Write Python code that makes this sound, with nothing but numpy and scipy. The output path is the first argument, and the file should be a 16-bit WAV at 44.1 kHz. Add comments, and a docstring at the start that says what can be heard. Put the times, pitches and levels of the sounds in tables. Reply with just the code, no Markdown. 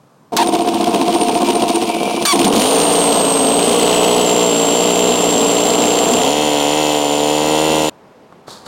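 """Outdoors, close up: an electric starter screeches and cranks a two-cylinder four-stroke model engine,
each compression shaking its plywood board. The engine coughs, the starter slips with a second screech,
and at 2.5 s it catches: exhaust pops, valve clatter and a thin sinking whine. It runs raggedly on both
cylinders, then from 6.3 s evenly and faster, mostly on one. At 7.9 s the scene cuts to a quiet room
where fingers tap a hollow cardboard box and slide over its crackling tape."""
import sys
import numpy as np
from scipy import signal
from scipy.fft import rfft, irfft, next_fast_len
from scipy.io import wavfile
from scipy.ndimage import uniform_filter1d, minimum_filter1d, map_coordinates

SR = 44100
rng = np.random.default_rng(int(sys.argv[2]) if len(sys.argv) > 2 else 0)


def int16_out(signal):
    """Quantize to a 16-bit WAV file."""
    q = np.round(np.clip(np.atleast_2d(signal).T, -1, 1) * 32767)
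    wavfile.write(sys.argv[1], SR, q.astype(np.int16))


N = 382347
T = np.arange(N) / SR
SIZE = next_fast_len(N + SR // 2, True)
HZ = np.fft.rfftfreq(SIZE, 1 / SR)
START_S, CATCH_S, CUT_S = 0.32, 2.53, 7.897  # cues: starter on, engine catches, cut to the room
IDLE_HZ, REV_HZ = 58.5, 69.4  # cycle rates: ragged idle, fully revved tone

# engine speed in four-stroke cycles a second: t/s, f/Hz
CYCLE_RATE = [(2.55, 47.86), (2.68, 54.72), (2.8, 58.2), (2.86, 58.62), (3.28, 56.22), (3.46, 53.73),
              (3.52, 56.06), (3.72, 59.78), (4.42, 60.44), (4.54, 57.88), (4.69, 56.76), (4.75, 59.24),
              (5.09, 60.16), (5.29, 58.9), (5.38, 56), (5.55, 59.43), (6.01, 59.4), (6.12, 61.7),
              (6.16, 60.17), (6.31, 73.5), (6.42, 75.53), (6.61, 72.15), (6.8, 76.4), (7.07, 72.74),
              (7.73, 78.54), (7.89, 76.4)]
# faders of the running engine: t/s, exhaust level/dB, ping and valve level/dB, hiss level/dB
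ENGINE_FADERS = [(2.6, -10, -29, -28.5), (2.61, -11.5, -26, -27.5), (3.38, -15, -27.5, -32.5),
                 (3.92, -12, -21.5, -29), (4.41, -13.5, -23.5, -31), (6.94, -14.5, -24, -31.5),
                 (7.01, -15.5, -27, -33), (7.81, -12.5, -25.5, -30), (7.88, -16, -29.5, -31.5)]
# combustion: t/s, second cylinder's strength/0-1, raggedness
COMBUSTION = [(2.5, 0.27, 5.5), (3.0, 0.66, 7), (4.5, 0.64, 4), (6.2, 0.23, 7), (6.32, 0.17, 2),
              (7.9, 0.13, 2)]
# EQ of an exhaust pop: f/Hz, level/dB
POP_EQ = [(35, -67), (75, -29.5), (125, -12.5), (175, 0), (230, -4.5), (300, 0), (370, -6), (445, 12),
          (530, 6), (620, 4.5), (730, 4), (860, -2), (1000, -3), (1300, -13), (1800, -28), (4000, -47.5)]
# extra EQ on the pops when revved: f/Hz, level/dB
REV_EQ = [(300, -0.5), (450, -3.5), (545, 3), (610, -2.5), (720, 4), (810, 1.5), (920, 8), (1150, -5.5),
          (2000, -9.5)]
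# EQ of the rough exhaust gas: f/Hz, level/dB
GAS_EQ = [(40, -42), (110, -30.5), (190, -8.5), (250, 1), (340, -12.5), (445, 4), (560, -10.5), (700, 1),
          (830, -7), (1000, -6.5), (1700, -24.5), (4000, -42.5)]
# ring of the stand, rocked by the crank: f/Hz, width/Hz, level/dB
STAND_MODES = [(75, 20, -27), (179, 15.4, -10), (264.7, 17.45, 5.5), (283.6, 26.1, 6.5), (430, 31, -8),
               (666, 29, -7.5)]
# ring of the exhaust port: f/Hz, width/Hz, level/dB
PORT_MODES = [(2714, 410, -5), (3086, 285, 2.5), (3550, 440, -11)]
# ring of the metal under the valve gear: f/Hz, width/Hz, level/dB
METAL_MODES = [(1383, 33, 4.5), (2048, 82, 6.5), (2690, 130, 8.5), (3260, 236, 8), (4355, 145.9, 0.5),
               (5660, 570, -4)]
# EQ of hissing gas: f/Hz, level/dB
HISS_EQ = [(900, -9), (1700, -9), (3000, 3), (4300, 0.5), (5300, -5), (6600, -1.5), (8300, -5.5),
           (10000, -10), (13000, -13.5), (15800, -17.5)]
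# the whine before its drop: t/s, f/Hz, level/dB
WHINE_GLIDE = [(0.6, 9800, -55), (2.5, 9630, -37), (2.65, 9050, -24), (2.83, 8704, -19.5), (3.1, 8420, -20),
               (3.42, 8348, -19), (3.8, 8075, -23.5), (4.24, 7886, -25)]
# first firings: t/s, level/dB, offset for spit and thud/dB
COUGH_CUES = [(1.911, -16, -20), (1.967, -6, -22), (2.014, -8, -24), (2.031, -4, -18.5), (2.077, -4, -32),
              (2.097, -7, -22), (2.143, -7.5, -26), (2.224, -9, -9.5), (2.357, -6, -11), (2.392, -3, -7),
              (2.444, 1, -5), (2.479, -7.5, -9), (2.536, -14, -2), (2.561, 3.5, -9)]
# cranking, briefly quicker as firings help: t/s, stroke rate/Hz, board level/dB, belt level/dB
CRANK_CURVES = [(0.45, 14.79, -12, -29.5), (1.2, 14.79, -11, -26.5), (1.7, 14.79, -11.5, -26),
                (1.87, 14.79, -15, -28.5), (1.92, 18.5, -19, -32.5), (2.22, 18.5, -16, -30.5),
                (2.36, 15, -10.5, -24.5), (2.65, 15, -10, -21.5)]
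# ring of engine and board while cranking: f/Hz, width/Hz, level/dB
BOARD_MODES = [(215.6, 37, -8), (262, 32, -5), (337, 18.4, 1), (450, 28, -3.5), (706.5, 27.3, 3),
               (930, 40, -5), (1047, 59, -9)]
# EQ of the belt's rasp: f/Hz, level/dB
BELT_EQ = [(900, -16.5), (1200, -6), (1700, -17.5), (2150, -9.5), (2400, -5), (2850, -3), (3700, -6),
           (7300, -14), (8400, -14), (10500, -20.5), (15800, -26)]
# the belt pulley sings out: t/s, level/dB
PULLEY_SWELLS = [(0.47, -32.5), (1.21, -26), (1.35, -33), (1.55, -30), (1.75, -32), (2.301, -20.5),
                 (2.45, -23.5), (2.62, -22)]
# starter screeches: t/s, length/s, first f/Hz, held f/Hz, squeal attack/s,
# squeal level before EQ/dB, bite level/dB, grind level/dB, roughness/0-1
SCREECH_CUES = [(0.365, 0.075, 1415, 958, 0.0053, -18, -10, -25, 0.11),
                (2.251, 0.088, 1310, 1177, 0.037, -13.5, -6, -20.5, 0.01)]
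# partials of the squeal: harmonic number, level/dB
SQUEAL_PARTIALS = [(1, 1), (2, 1), (3, 1.5), (4, 2.5), (5, -2.5), (6, -10.5), (7, -13), (8, -24)]
# the mount ringing along with the squeal: f/Hz, level/dB
MOUNT_EQ = [(600, 1), (950, 16), (1150, 2), (1400, -1.5)]
# EQ of the starter's grinding: f/Hz, level/dB
GRIND_EQ = [(350, -50), (600, -7), (1700, -5.5), (1970, -16), (2590, -9), (4310, -3.5), (5210, -11.5),
            (6060, -5), (15800, -19)]
# fader of the starter's gear whirr: t/s, level/dB
WHIRR_FADER = [(1.0, -57), (1.5, -35), (1.8, -41.5), (1.9, -28), (2.22, -30), (2.3, -49)]
# finger taps: t/s, knock level/dB, offset for crackle/dB
TAP_CUES = [(8.324, -32.5, -16), (8.481, -31, -24), (8.664, -30, -8)]
# hand slides: t/s, length/s, rub level/dB, tape level/dB
SLIDE_CUES = [(8.466, 0.062, -41.5, -38), (8.648, 0.05, -37, -39)]
# EQ of the hollow box: f/Hz, level/dB
BOX_EQ = [(41, -44.5), (70, -17), (112, -7), (469, -3), (623, -6), (1190, -2.5), (1300, -10), (1500, -10.5),
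          (3000, -29), (3900, -49), (6600, -120)]
# EQ of the crackling tape: f/Hz, level/dB
TAPE_EQ = [(1290, -59.5), (2200, -41), (3610, -18), (4080, -18), (4440, -13.5), (4620, -18), (5780, -25),
           (7970, -25), (15800, -44.5)]
# EQ of the outdoor ambience: f/Hz, level/dB
YARD_EQ = [(15, -49), (25, -63.5), (137, -0.5), (170, -5.5), (382, -9.5), (437, -8.5), (881, -13.5),
           (1010, -10.5), (1980, -28), (8050, -33.5), (15800, -43.5)]
# EQ of the room tone: f/Hz, level/dB
ROOM_EQ = [(15, -51.5), (25, -30), (55, -20), (86, -8), (110, -11), (205, -0.5), (333, -5.5), (403, -2),
           (710, -6), (955, -7), (1360, -15.5), (8050, -35.5), (15800, -46)]


def engine(hunting=0.0011):
    """One cycle count clocks every engine layer; ragged firing makes the speed hunt."""
    speed, = curves(CYCLE_RATE)
    _, ragged = curves(COMBUSTION)
    cycle = np.cumsum(speed * (1 + hunting * ragged * wobble(25))) / SR
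    times, sizes = firings(cycle)
    body = exhaust(cycle, times, sizes) * gate(2.3, CUT_S, rise=0.49)
    top = clatter(cycle, times, sizes) * gate(CATCH_S, CUT_S, rise=0.038)
    return body + top + whine(cycle)


def firings(cycle, lag_cycles=0.275, flip_chance=0.1):
    """Times and strengths of the firings, the second cylinder trailing the first."""
    second_strength, raggedness = curves(COMBUSTION)
    first, second = cycle_times(cycle, 0), cycle_times(cycle, lag_cycles)
    times = np.concatenate([first, second])
    sizes = np.concatenate([np.ones(len(first)), np.interp(second, T, second_strength)])
    ragged = np.interp(times, T, raggedness)
    # the limp: every other cycle burns weakly, and now and then the pattern flips
    weak = np.tile(np.cumsum(rng.random(len(first)) > flip_chance) % 2, 2)
    sizes *= amp(-1.58 * np.maximum(ragged - 1, 0) * weak)
    sizes *= amp(0.84 * ragged * np.minimum(rng.standard_normal(len(times)), 0.7))
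    misfired = rng.random(len(times)) < 0.003 * ragged ** 2
    jitter_s = 4e-6 * ragged ** 2 * rng.standard_normal(len(times))
    return times + jitter_s, sizes * np.where(misfired, 0.25, 1)


def exhaust(cycle, times, sizes, pop_db=-1.5, gas_db=-14, stand_db=-6.5):
    """Firings pop from the pipe over a rush of gas; the crank rocks the stand in strict time."""
    revved = np.clip((curves(CYCLE_RATE)[0] - IDLE_HZ) / (REV_HZ - IDLE_HZ), 0, 1)
    intakes = cycle_times(cycle, 0.475)
    puffs = pulses(times, sizes) + pulses(intakes, np.full(len(intakes), 0.3))
    puffs = puffs * (1 - revved) + filtered(puffs * revved, eq(REV_EQ))
    pops = -steady(filtered(puffs, eq(POP_EQ)), 0.087)
    gas = noise(eq(GAS_EQ)) * (0.5 + 0.5 * curves(COMBUSTION)[1])  # louder when ragged
    beats = cycle_times(cycle, 0)
    shoves = pulses(beats, np.ones(len(beats)))
    rocking = -steady(filtered(shoves, resonances(STAND_MODES)), 0.101)
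    fader = amp(curves(ENGINE_FADERS)[0])
    return fader * (amp(pop_db) * pops + amp(gas_db) * gas + amp(stand_db) * rocking)


def clatter(cycle, times, sizes, lead_s=0.00065):
    """Blow-down pings the port ahead of each pop, valves tap the metal, and gas hisses with both."""
    _, ring_db, hiss_db = curves(ENGINE_FADERS)
    speed, = curves(CYCLE_RATE)
    _, ragged = curves(COMBUSTION)

    def scatter(at):
        """Random gain per hit, wider when ragged."""
        return amp(0.5 * np.interp(at, T, ragged) * rng.standard_normal(len(at)))

    intakes = cycle_times(cycle, 0.5)
    suction = 0.41 * (np.interp(intakes, T, speed) / REV_HZ) ** 4  # the intake pings too, at speed
    puffs = pulses(times - lead_s, sizes * scatter(times))
    puffs += pulses(intakes - lead_s, suction * scatter(intakes))
    ping = steady(filtered(puffs, resonances(PORT_MODES)), 0.041)
    taps = np.concatenate([cycle_times(cycle, part) for part in (0.24, 0.44, 0.72, 0.95)])
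    force = np.repeat([0.65, 0.8, 0.2332, 0.37], len(intakes)) * scatter(taps)
    metal = steady(filtered(pulses(taps, force), resonances(METAL_MODES)), 0.088)
    metal *= (speed / IDLE_HZ) ** 3.2  # valves hit harder with speed
    flow = 0.5 + 3.4 * bursts(taps, force, t60=0.017) + 0.66 * bursts(times - lead_s, sizes, t60=0.041)
    hiss = steady(noise(eq(HISS_EQ)) * flow, 0.14) * amp(5 + 0.61 * ragged)
    casing = noise(resonances([(8700, 70, -12), (9130, 120, 0)]))
    return amp(ring_db) * (amp(-1.8) * ping + amp(-7) * metal) + amp(hiss_db) * (hiss + amp(-5) * casing)


def whine(cycle, drop_s=4.257, flutter_hz=12):
    """A thin tone that glides down, drops a step, then sinks and fades as the engine speeds up."""
    over_idle = curves(CYCLE_RATE)[0] - IDLE_HZ
    dropped = [7410 - 16.8 * over_idle, -21.5 - 0.5 * over_idle]
    hz, db = np.where(T < drop_s, curves(WHINE_GLIDE), dropped)
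    shake = 8 * np.pi * cycle  # twice per turn of the crank
    phase = 2 * np.pi * np.cumsum(hz + flutter_hz * wobble(160)) / SR + 0.32 * np.sin(shake)
    tone = np.sqrt(2) * np.sin(phase) * (1 + 0.16 * np.cos(shake))
    return tone * amp(db + wobble(60)) * gate(WHINE_GLIDE[0][0], CUT_S, rise=0.3)


def coughs():
    """Stray firings as the engine tries to catch: a pop, a thud into the board and a spit of gas."""
    times, db, offset_db = np.transpose(COUGH_CUES)
    pipe = eq(POP_EQ)
    pops = filtered(pulses(times, -amp(db - 1)), pipe) / np.abs(irfft(pipe, SIZE)).max()
    boom = steady(noise(resonances([(225, 51, 0)]) ** 2), 0.039)
    thud = boom * bursts(times, amp(db + offset_db - 1), t60=0.13)
    spit = noise(eq(HISS_EQ)) * bursts(times, amp(db + offset_db + 3), t60=0.029)
    return pops + thud + spit


def cranking(first_stroke_s=0.3376, spin_up_s=0.095, load_lag_s=0.0071, knocks_per_s=1100):
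    """Each compression clacks, loads the belt and its singing pulley, and shudders through the board."""
    rate, board_db, belt_db = curves(CRANK_CURVES)
    count = np.cumsum(rate * (T > first_stroke_s)) / SR
    last_stroke = int(np.interp(CRANK_CURVES[-1][0], T, count))
    strokes = np.interp(np.arange(last_stroke + 1), count, T)
    load_sizes, clack_sizes = amp(1.1 * rng.standard_normal((len(strokes), 2))).T
    load = sum(size * swell(at + load_lag_s, 0.0145) for at, size in zip(strokes, load_sizes))
    pull = np.clip((T - START_S) / spin_up_s, 0.3, 1)
    slipping = gate(2.24, 2.335, rise=0.041, fall=0.0033)  # the shudder ducks as the starter slips
    knocks = rng.standard_normal(N) * (rng.random(N) < knocks_per_s / SR)
    wood = resonances(BOARD_MODES) * eq([(50, -3), (180, 1), (1100, -7), (1600, -7), (4000, -32.5)])
    shudder = amp(board_db - 7 * (1 - pull) - 12 * slipping) * np.hypot(load, amp(-7))
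    board = steady(filtered(knocks, wood), 0.033) * shudder
    rasp = amp(1.5 + 3.5 * wobble(220)) * (0.68 + 0.15 * load)
    clack = amp(11) * bursts(strokes, clack_sizes, t60=0.016)
    belt = noise(eq(BELT_EQ)) * amp(belt_db) * np.hypot(rasp, clack)
    singing = amp(-36) * (rate.min() / rate) ** 3
    singing += sum(amp(db) * swell(at, 0.035) for at, db in PULLEY_SWELLS)
    ring = steady(noise(resonances([(8780, 25, -7), (8890, 38, -7)])), 0.061)
    pulley = ring * singing * (0.19 + 1.2 * load)
    return (board + (belt + pulley * pull) * pull) * gate(START_S, 2.715, fall=0.29)


def screech(cue, bite_s=0.012, grip_s=0.018, sag_hz_per_s=750):
    """The starter slips: a grinding bite, then a squeal that rings the mount and dives as it grips."""
    start, length, first_hz, held_hz, attack_s, squeal_db, bite_db, grind_db, rough = cue
    t = np.clip(T - start, 0, length)
    bite = np.exp(-(t / bite_s) ** 2)
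    grip = np.clip(1 - (length - t) / grip_s, 0, 1)
    hz = (held_hz + (first_hz - held_hz) * bite - sag_hz_per_s * t) * (1 - 0.19 * grip)
    jitter = (rough + 0.1 * (bite + grip / 2)) * wobble(600)
    phase = 2 * np.pi * np.cumsum(hz * (1 + jitter)) / SR
    tone = unit(sum(amp(db) * np.sin(k * phase + rng.uniform(0, 2 * np.pi)) for k, db in SQUEAL_PARTIALS))
    squeal = filtered(tone, eq(MOUNT_EQ)) * amp(squeal_db) * np.minimum(t / attack_s, 1) * (1 - grip / 2)
    grinding = noise(eq(GRIND_EQ)) * np.hypot(amp(bite_db) * bite, amp(grind_db))
    return (squeal + grinding) * gate(start, start + length, fall=0.0057)


def whirr(throb_hz=48, depth=0.39):
    """The starter's gears whirr and throb as it spins more freely."""
    level_db, = curves(WHIRR_FADER)
    throb = 1 + depth * np.sin(2 * np.pi * throb_hz * T)
    ring = noise(resonances([(550, 63, -0.5), (2335, 52, 0.5), (2850, 530, -9)]))
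    return ring * throb * amp(level_db) * gate(WHIRR_FADER[0][0], WHIRR_FADER[-1][0])


def box(attack_s=0.027, release_t60=0.49, handling_db=-49):
    """Fingers knock and rub the hollow box and slide over its crackling tape."""
    times, db, offset_db = np.transpose(TAP_CUES)
    hollow = bursts(times, amp(db - 2), t60=0.036) + amp(handling_db) * (T > SLIDE_CUES[0][0])
    crackle = bursts(times, amp(db + offset_db - 5), t60=0.027)
    for start, length, rub_db, tape_db in SLIDE_CUES:
        release = amp(-60 * np.maximum(T - start - length, 0) / release_t60)
        slide = np.clip((T - start) / attack_s, 0, 1) * release
        hollow += amp(rub_db) * slide
        crackle += amp(tape_db + 1.7 * wobble(770)) * slide
    return hollow * noise(eq(BOX_EQ)) + crackle * noise(eq(TAPE_EQ))


def ambience(yard_db=-50.5, room_db=-45):
    """A faint outdoor bed, hard cut to murky room tone."""
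    return np.where(T < CUT_S, amp(yard_db) * noise(eq(YARD_EQ)), amp(room_db) * noise(eq(ROOM_EQ)))


def cycle_times(cycle, part):
    """When each engine cycle is this part of the way through."""
    return np.interp(np.arange(1, int(cycle[-1]) - 1) + part, cycle, T)


def amp(db):
    """Decibels to gain."""
    return 10 ** (np.asarray(db) / 20)


def unit(x):
    """Scale to rms 1."""
    return x / np.sqrt(np.mean(x ** 2) + 1e-20)


def steady(x, seconds):
    """Ride the gain to hold the running rms near 1."""
    width = max(int(seconds * SR), 2)
    power = np.abs(uniform_filter1d(uniform_filter1d(x ** 2, width), width))
    return x / np.sqrt(power + np.mean(x ** 2) / 10 ** 4)


def curves(rows):
    """An automation curve for each column after the time."""
    times, *columns = np.transpose(rows)
    return [np.interp(T, times, column) for column in columns]


def gate(t0, t1, rise=0.0024, fall=0.00119):
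    """Fades in from t0 and is shut at t1; all in seconds."""
    return np.clip((T - t0) / rise, 0, 1) * np.clip((t1 - T) / fall, 0, 1)


def swell(at, half_width_s):
    """A bell-shaped envelope."""
    return np.exp(-0.5 * ((T - at) / half_width_s) ** 2)


def bursts(times, sizes, t60):
    """An envelope that jumps at each time and falls 60 dB in t60 seconds."""
    kicks = np.bincount(np.clip(np.asarray(times) * SR, 0, N).astype(int), sizes, N + 1)[:N]
    return signal.lfilter([1], [1, -amp(-60 / (t60 * SR))], kicks)


def wobble(rate):
    """Smooth random modulation, rate knots a second."""
    return map_coordinates(rng.standard_normal(int(N * rate / SR) + 4), [T * rate])


def eq(points):
    """Minimum-phase response through (Hz, dB) points."""
    hz, db = np.transpose(points)
    gain = amp(np.interp(np.log(HZ + 1), np.log(hz + 1), db))
    cepstrum = irfft(np.log(gain + 1e-6), SIZE)
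    cepstrum[1:SIZE // 2] *= 2
    cepstrum[SIZE // 2 + 1:] = 0
    return np.exp(rfft(cepstrum))


def resonances(modes):
    """Response of a bank of (Hz, width, dB) resonators, alternating in polarity."""
    return sum((-1) ** k * amp(db) * 1j * HZ * width / (hz * hz - HZ ** 2 + 1j * HZ * width)
               for k, (hz, width, db) in enumerate(modes))


def filtered(x, response):
    """x through a frequency response."""
    return irfft(rfft(x, SIZE) * response, SIZE)[:N]


def noise(response):
    """Coloured noise of rms 1."""
    return unit(filtered(rng.standard_normal(N), response))


def pulses(times, sizes):
    """Clicks placed between samples as windowed sincs."""
    at = np.asarray(times)[:, None] * SR
    taps = np.floor(at) + np.arange(-7, 9)
    clicks = np.sinc(taps - at) * np.cos(np.pi * (taps - at) / 16) ** 2 * np.asarray(sizes)[:, None]
    return np.bincount(np.clip(taps, 0, N).astype(int).ravel(), clicks.ravel(), N + 1)[:N]


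def scene():
    """Mono mix of starter, engine, box and ambience."""
    starter = cranking() + whirr() + sum(screech(cue) for cue in SCREECH_CUES)
    return (starter + coughs() + engine() + box() + ambience())[None]


def record(dry, ceiling=0.7, high_cut_hz=15830):
    """A fast peak limiter, then a brick-wall high cut."""
    needed = np.minimum(1, ceiling / (np.abs(dry[0]) + 1e-9))
    gain = uniform_filter1d(minimum_filter1d(needed, size=130), size=130)
    return filtered(dry[0] * gain, HZ < high_cut_hz)[None]


dry = scene()
out = record(dry)
int16_out(out)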